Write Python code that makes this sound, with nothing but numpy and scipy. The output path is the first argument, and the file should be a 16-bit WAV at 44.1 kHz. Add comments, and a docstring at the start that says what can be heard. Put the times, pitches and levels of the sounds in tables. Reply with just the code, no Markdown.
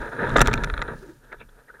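"""Kayak in a shallow rapid

A plastic kayak runs a rapid, heard from a camera on its deck. A wave washes up the bow, the hull
knocks, cracks and shudders on rocks, and spray taps on the camera case. Then the water calms to
a few small, bubbly laps, over low wind and a faint electrical whine."""
import sys
import numpy as np
from scipy import signal
from scipy.fft import rfft, irfft, next_fast_len
from scipy.io import wavfile
from scipy.ndimage import map_coordinates

SR = 44100
rng = np.random.default_rng(int(sys.argv[2]) if len(sys.argv) > 2 else 0)


def wav_out(sig):
    """Save sig, one row per channel (or a flat mono array), as 16-bit PCM at SR to the path in sys.argv[1]."""
    wavfile.write(sys.argv[1], SR, np.round(np.clip(np.atleast_2d(sig).T, -1, 1) * 32767).astype(np.int16))


N = 79380
T = np.arange(N) / SR


def amp(db):
    """Turn decibels into a gain."""
    return 10 ** (np.asarray(db) / 20)


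def unit(x):
    """Scale a signal to an average strength (rms) of 1."""
    return x / np.sqrt(np.mean(x ** 2) + 1e-20)


def level(rows):
    """Join (t/s, level/dB) points into a gain for every sample."""
    return amp(np.interp(T, *np.transpose(rows)))


def wobble(rate):
    """A smooth curve through `rate` random points a second."""
    return map_coordinates(rng.standard_normal(N), [T * rate])


def response(tone, cutoff_hz=1e6, order=2, size=8192):
    """A click shaped by a tone table (how strong each frequency is), dulled above the cutoff."""
    hz = np.fft.rfftfreq(size, 1 / SR)
    tone_hz, tone_db = np.transpose(tone)
    gain = amp(np.interp(np.log(hz + 1), np.log(tone_hz), tone_db))
    gain /= np.sqrt(1 + (hz / cutoff_hz) ** (2 * order))
    # minimum phase: all the ringing comes after the click
    cepstrum = irfft(np.log(gain + 1e-6))
    cepstrum[1:size // 2] *= 2
    cepstrum[size // 2 + 1:] = 0
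    return irfft(np.exp(rfft(cepstrum)))


def shaped(x, tone):
    """Filter x with a tone table, at strength 1."""
    lead_in = SR // 4
    filtered = signal.fftconvolve(np.pad(x, (lead_in, 0), "wrap"), response(tone))
    return unit(filtered[lead_in:][:N])


def noise(tone):
    """Steady noise with the given tone."""
    return shaped(rng.standard_normal(N), tone)


def add(out, start_s, x):
    """Mix x into out at a given time."""
    part = out[max(0, round(start_s * SR)):][:len(x)]
    part += x[:len(part)]


# tone of the hiss (f/Hz, level/dB)
HISS_TONE = [(100, 6.5), (8000, 5), (14000, 7), (16000, -31.5)]
# loudness of the whine, dipping during the blows (t/s, level/dB)
WHINE_LEVELS = [(0, -68.5), (.35, -64), (.38, -79), (.65, -66), (.95, -68.5), (1.2, -80), (1.8, -77)]
def hiss_and_whine(hiss_db=-69.5, whine_hz=9519, flutter_hz=36.4, flutter_rad=0.65):
    """Faint hiss and a thin electrical whine that flutters quickly."""
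    flutter = flutter_rad * signal.square(2 * np.pi * flutter_hz * T)
    whine = unit(np.sin(2 * np.pi * whine_hz * T + flutter))
    return amp(hiss_db) * noise(HISS_TONE) + level(WHINE_LEVELS) * whine


# loudness of the wind and the swaying hull (t/s, level/dB)
WIND_LEVELS = [(0, -34), (.06, -43.5), (.16, -60), (.3, -32.5), (.42, -27), (.62, -27.5), (.85, -34),
               (1.0, -47.5), (1.2, -59), (1.39, -50), (1.45, -50), (1.6, -59.5), (1.8, -65)]
# tone of their rumble (f/Hz, level/dB)
WIND_TONE = [(10, -30.5), (24, 1.5), (44, 4.5), (70, -12), (200, -27.5), (900, -120)]
def wind():
    """The hull sways in the wind with a deep rumble."""
    return level(WIND_LEVELS) * noise(WIND_TONE)


# loudness of the hollow hull (t/s, level/dB)
BOOM_LEVELS = [(0, -38), (.13, -50), (.23, -31), (.34, -30), (.41, -29), (.52, -28), (.7, -39.5),
               (.88, -46), (.94, -35), (1.0, -52), (1.35, -66.5), (1.42, -50.5), (1.5, -63), (1.8, -68.5)]
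# tone of the hollow hull (f/Hz, level/dB)
BOOM_TONE = [(60, -21.5), (105, -8), (132, -0.5), (185, -11), (250, -7.5), (400, -30.5), (2500, -120)]
# heaves of the hull (t/s, level/dB, length/s)
HULL_HEAVES = [(0.381, -14, 0.025), (0.408, -13, 0.025), (.473, -15, 0.0203), (0.7216, -18, 0.0233)]
def hollow_hull():
    """The hull booms like a drum and heaves under the blows, pulling in, then pushing out."""
    out = level(BOOM_LEVELS) * noise(BOOM_TONE)
    for start_s, db, length_s in HULL_HEAVES:
        progress = np.clip((T - start_s) / length_s, 0, 1)
        out -= amp(db) * np.sin(2 * np.pi * progress) * np.sin(np.pi * progress)
    return out


def churn(tone, rate, rush):
    """Tiny splashes, about `rate` a second, over a smooth rush of water."""
    splashes = (rng.random(N) < rate / SR) * rng.standard_normal(N)
    return shaped(unit(splashes) + rush * rng.standard_normal(N), tone)


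# loudness of the foam (t/s, level/dB)
FOAM_LEVELS = [(0, -61), (.13, -63.5), (.45, -59), (.9, -70.5), (1.0, -61.5), (1.11, -65), (1.2, -77.5),
               (1.8, -81)]
# tone of the foam (f/Hz, level/dB)
FOAM_TONE = [(1500, -11), (4200, -3.5), (5500, -5), (7300, -5), (8500, -15.5), (15000, -15.5)]
def foam(flicker_db=1.9):
    """Foam makes a high, flickering fizz."""
    return level(FOAM_LEVELS) * amp(flicker_db * wobble(140)) * churn(FOAM_TONE, rate=5000, rush=3.0)


# loudness of the rushing water (t/s, level/dB)
WASH_LEVELS = [(0, -37), (.062, -31.5), (.115, -44.5), (.123, -38.5), (.185, -35), (.232, -23.5),
               (.275, -27.5), (.4, -33.5), (.5, -28), (.6, -33.5), (.72, -39.5), (.92, -38.5), (.99, -51.5),
               (1.19, -64.5), (1.3, -53.5), (1.48, -63), (1.8, -61)]
# tone of the wash and the laps (f/Hz, level/dB)
WATER_TONE = [(90, -27.5), (250, -7.5), (320, -5), (430, 5), (560, -1), (800, -9.5), (950, 1.5),
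              (1050, -14.5), (1230, -2.5), (1420, -1), (1690, 1), (2100, -19), (2550, -21), (3000, -32),
              (3600, -23), (4100, -26.5), (4500, -64), (15000, -76)]
def wash(surge_db=1.5):
    """Water rushes along the hull in uneven surges."""
    return level(WASH_LEVELS) * amp(surge_db * wobble(69.6)) * churn(WATER_TONE, rate=2200, rush=0.96)


def bubble_cloud(hz, middle_s, spread=0.056, cycles=46, rise=0.032, reach_s=0.09, count=40):
    """Bubbles near one pitch and one moment; each rings briefly and rises a little as it fades."""
    out = np.zeros(N + SR)
    for k, (shift, size, tune) in enumerate(rng.random((count, 3))):
        pitch = hz * np.exp(2 * spread * (2 * tune - 1))
        age = T[:int(SR * cycles / pitch)] * pitch / cycles  # runs from 0 to 1
        ring = np.sin(2 * np.pi * cycles * age * (1 + rise * age))
        fade = amp(-40 * age) * (1 - np.exp(-age * cycles))
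        start_s = middle_s + reach_s * (2 * (k + shift) / count - 1)
        add(out, start_s, (0.5 + size) * ring * fade)
    return out[:N] * np.sqrt(2 * reach_s * SR) / np.linalg.norm(out)


# small waves (loudest at t/s, level/dB, rise/s, fall/s, bubble f/Hz, bubbles over splash/dB)
BOW_LAPS = [(.123, -34, 0.0039, 0.021, 1490, 0.5), (.191, -30.5, 0.0048, 0.058, 1592, -0.5),
            (.881, -33.5, 0.00097, 0.034, 1280, -1), (1.04, -47, 0.022, 0.014, 419, 5.5),
            (1.094, -51, 0.039, 0.032, 328.3, 6.5), (1.321, -45.5, 0.003, 0.0096, 2080, 5),
            (1.332, -37.5, 0.01, 0.013, 1533, -0.5), (1.408, -61, 0.017, 0.012, 3590, 2.5),
            (1.414, -43.5, 0.011, 0.014, 2534, -3.5), (1.491, -51.5, .002, 0.0047, 3590, -5.5),
            (1.592, -53, 0.028, 0.029, 697, -9.5), (1.689, -55.5, 0.0065, 0.0078, 1680, 10.5),
            (1.701, -49, 0.0047, 0.0084, 1382, 9.5), (1.749, -47.5, 0.011, 0.019, 1654, -1),
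            (1.799, -54.5, 0.0077, .01, 1365, 5)]
def laps():
    """Small waves slap the bow; each is a splash with bubbles that swells and fades."""
    out = np.zeros(N)
    for top_s, db, rise_s, fall_s, hz, bubble_db in BOW_LAPS:
        from_top = np.where(T < top_s, (top_s - T) / rise_s, (T - top_s) / fall_s)
        swell = np.exp(-from_top ** 1.31)
        splash = churn(WATER_TONE, rate=920, rush=0.73)
        out += amp(db) * swell * (splash + amp(bubble_db) * bubble_cloud(hz, top_s))
    return out


# loudness of the fine ticking (t/s, level/dB)
TICK_LEVELS = [(.26, -76), (.295, -48), (.34, -52.5), (.37, -31.5), (.41, -28.5), (.44, -61), (.46, -41),
               (.56, -59), (.8, -74)]
# tone of the ticks (f/Hz, level/dB)
TICK_TONE = [(800, 3), (2300, -1), (3700, -1), (4600, -11.5), (7200, -8.5), (8300, -13.5), (16000, -45)]
def ticking(rate=300, clump_db=4, clump_rate=130):
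    """Fine spray and grit tick on the hull in clumps, loudest while it scrapes over rock."""
    chance, size = rng.random((2, N))
    ticks = (chance < rate / SR) * size * amp(clump_db * wobble(clump_rate))
    return level(TICK_LEVELS) * shaped(ticks, TICK_TONE)


def strike(tone, cutoff_hz, grit, grit_s, ring, ring_s, order=2, ring_hz=2000):
    """One hit: a push, a short gritty crunch and a duller ring. Harder hits have a higher cutoff."""
    t = T[:SR // 10]
    fades = amp(-60 * t / np.array([[grit_s], [ring_s]]))
    attack = 1 - np.exp(-t / 0.00077)
    crunch, tail = rng.standard_normal((2, len(t))) * fades * attack
    dull_tail = signal.lfilter(*signal.butter(2, ring_hz, fs=SR), tail / np.linalg.norm(tail))
    force = grit * crunch / np.linalg.norm(crunch) + ring * dull_tail
    force[0] += 1  # the push
    body = response(tone, cutoff_hz, order)
    hit = signal.fftconvolve(force, body)
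    hit *= np.linalg.norm(body) / np.linalg.norm(hit) * np.sqrt(1 + grit ** 2 + ring ** 2)
    return hit / abs(body).max()  # peaks near 1


# drops landing (t/s, relative level/dB)
SPRAY_DROPS = [(0.2972, -42), (0.3023, -22), (0.3644, -5.5), (0.406, -6), (0.462, -14.5), (0.5144, -23),
               (0.5771, -21.5), (0.6409, -16), (0.6998, -18), (0.7396, -19), (0.7779, -18.5),
               (0.8177, -15.5), (.879, -30.5)]
# tone of the tapped case (f/Hz, level/dB)
DROP_TONE = [(100, -43), (900, -12.5), (1400, 8), (1900, -5.5), (2450, -6.5), (2950, -23), (3700, -1.5),
             (4200, -15), (4800, -36), (7000, -27.5), (9000, -55.5), (15000, -53)]
def spray_drops(gain_db=-1):
    """Drops of spray tap on the camera case."""
    out = np.zeros(N)
    for start_s, db in SPRAY_DROPS:
        tap = strike(DROP_TONE, cutoff_hz=9900, grit=0.74, grit_s=0.013, ring=0.68, ring_s=0.0084)
        add(out, start_s, amp(db + gain_db) * tap)
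    return out


# spots that a blow sets ringing, from the wide floor to the stiff keel (t/s, level/dB, f/Hz)
RINGING_SPOTS = [(0.3745, -24.5, 7150), (.3835, -11.5, 271), (0.4094, -7, 129.6), (0.486, -16.5, 418),
                 (0.5092, -17.5, 130.4), (0.5388, -13.5, 2420), (.8228, -19, 1990)]
def shell_rings(fade_at_1khz_s=0.027, shortening=0.63):
    """The plastic rings briefly: low notes thump, high ones ping and die sooner."""
    out, t = np.zeros(N), T[:SR // 4]
    for start_s, db, hz in RINGING_SPOTS:
        fade_s = fade_at_1khz_s * (1000 / hz) ** shortening  # time to fall 60 dB
        phase = 2 * np.pi * hz * t
        add(out, start_s, -amp(db - 60 * t / fade_s) * np.sin(phase) * (1 - np.exp(-phase)))
    return out


# sharp cracks (t/s, relative level/dB, cutoff f/Hz)
STONE_CRACKS = [(0.3669, -17.5, 7000), (0.3743, -19.5, 4970), (0.3811, -18, 6070), (0.394, -12, 6350),
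                (0.4083, -10.5, 5980), (0.4143, -2.5, 8050), (.4166, 2, 9000), (0.4173, -13.5, 12130),
                (0.4228, -12, 8000), (0.458, -19.5, 6510), (0.4734, -7, 7000), (0.4819, -20, 6000),
                (0.5313, -16, 4300), (0.5362, -17.5, 6430), (0.539, -7.5, 6640), (0.557, -30, 7000),
                (0.6371, -14, 4970), (0.6444, -12.5, 5900), (.8225, -21, 3930), (1.3273, -32, 3220)]
# tone of stone on plastic (f/Hz, level/dB)
CRACK_TONE = [(100, -53.5), (700, -3), (1080, -10.5), (1350, 5), (1900, -5), (2450, -2.5), (3000, -12),
              (3700, -7.5), (4600, -16), (6100, -7), (6600, -13.5), (7300, -3.5), (8000, -17.5),
              (9200, -9.5), (15000, -13.5)]
def stone_cracks(gain_db=-2):
    """Stone bites into the plastic with bright, gritty cracks."""
    out = np.zeros(N)
    for start_s, db, cutoff_hz in STONE_CRACKS:
        crack = strike(CRACK_TONE, cutoff_hz, grit=1.0, grit_s=0.0086, ring=0.78, ring_s=0.027, order=3)
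        add(out, start_s, amp(db + gain_db) * crack)
    return out


# dull knocks (t/s, relative level/dB, cutoff f/Hz)
HULL_KNOCKS = [(.3562, -15, 1190), (0.3588, -4.5, 903), (0.3606, 0, 1102), (0.3646, -5, 1970),
               (0.3737, -9, 1574), (0.3813, -9, 1946), (0.3843, -2, 1700), (.3885, -10.5, 1330),
               (.3965, -8.5, 1830), (0.4069, -4, 1470), (.4145, -6.5, 1200), (.4174, 0, 2000),
               (0.483, -9, 2600), (.491, -13, 1600), (.674, -22, 2600), (.767, -25, 2600),
               (0.7929, -20, 3500), (0.7956, -28, 3520), (.8225, -14, 2250)]
# tone of the knocked hull (f/Hz, level/dB)
KNOCK_TONE = [(60, -28), (280, -2), (580, -0.5), (800, -5.5), (950, 1), (1060, -11.5), (1250, 7.5),
              (1600, 2), (2000, 1), (2800, -25.5), (3700, -6), (5000, -40.5), (15000, -63.5)]
def hull_knocks(gain_db=-2):
    """The hull bumps over rocks with dull knocks."""
    out = np.zeros(N)
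    for start_s, db, cutoff_hz in HULL_KNOCKS:
        knock = strike(KNOCK_TONE, cutoff_hz, grit=0.55, grit_s=0.012, ring=0.56, ring_s=0.037)
        add(out, start_s, amp(db + gain_db) * knock)
    return out


def scene():
    """Everything as it reaches the deck, in one channel."""
    hits = hull_knocks() + stone_cracks() + spray_drops() + shell_rings() + ticking()
    rumble = wind() + hollow_hull()
    water = wash() + foam() + laps()
    return (hits + rumble + water + hiss_and_whine())[None]


def record(dry, ceiling=0.68, top_hz=15880):
    """The loudest blows overload the microphone, and the very highest treble is cut off."""
    squashed = dry / (1 + abs(dry / ceiling) ** 6) ** (1 / 6)
    size = next_fast_len(N + SR // 2)
    kept = np.fft.rfftfreq(size, 1 / SR) < top_hz
    return irfft(rfft(squashed, size) * kept, size)[..., :N]


dry = scene()
out = record(dry)
wav_out(out)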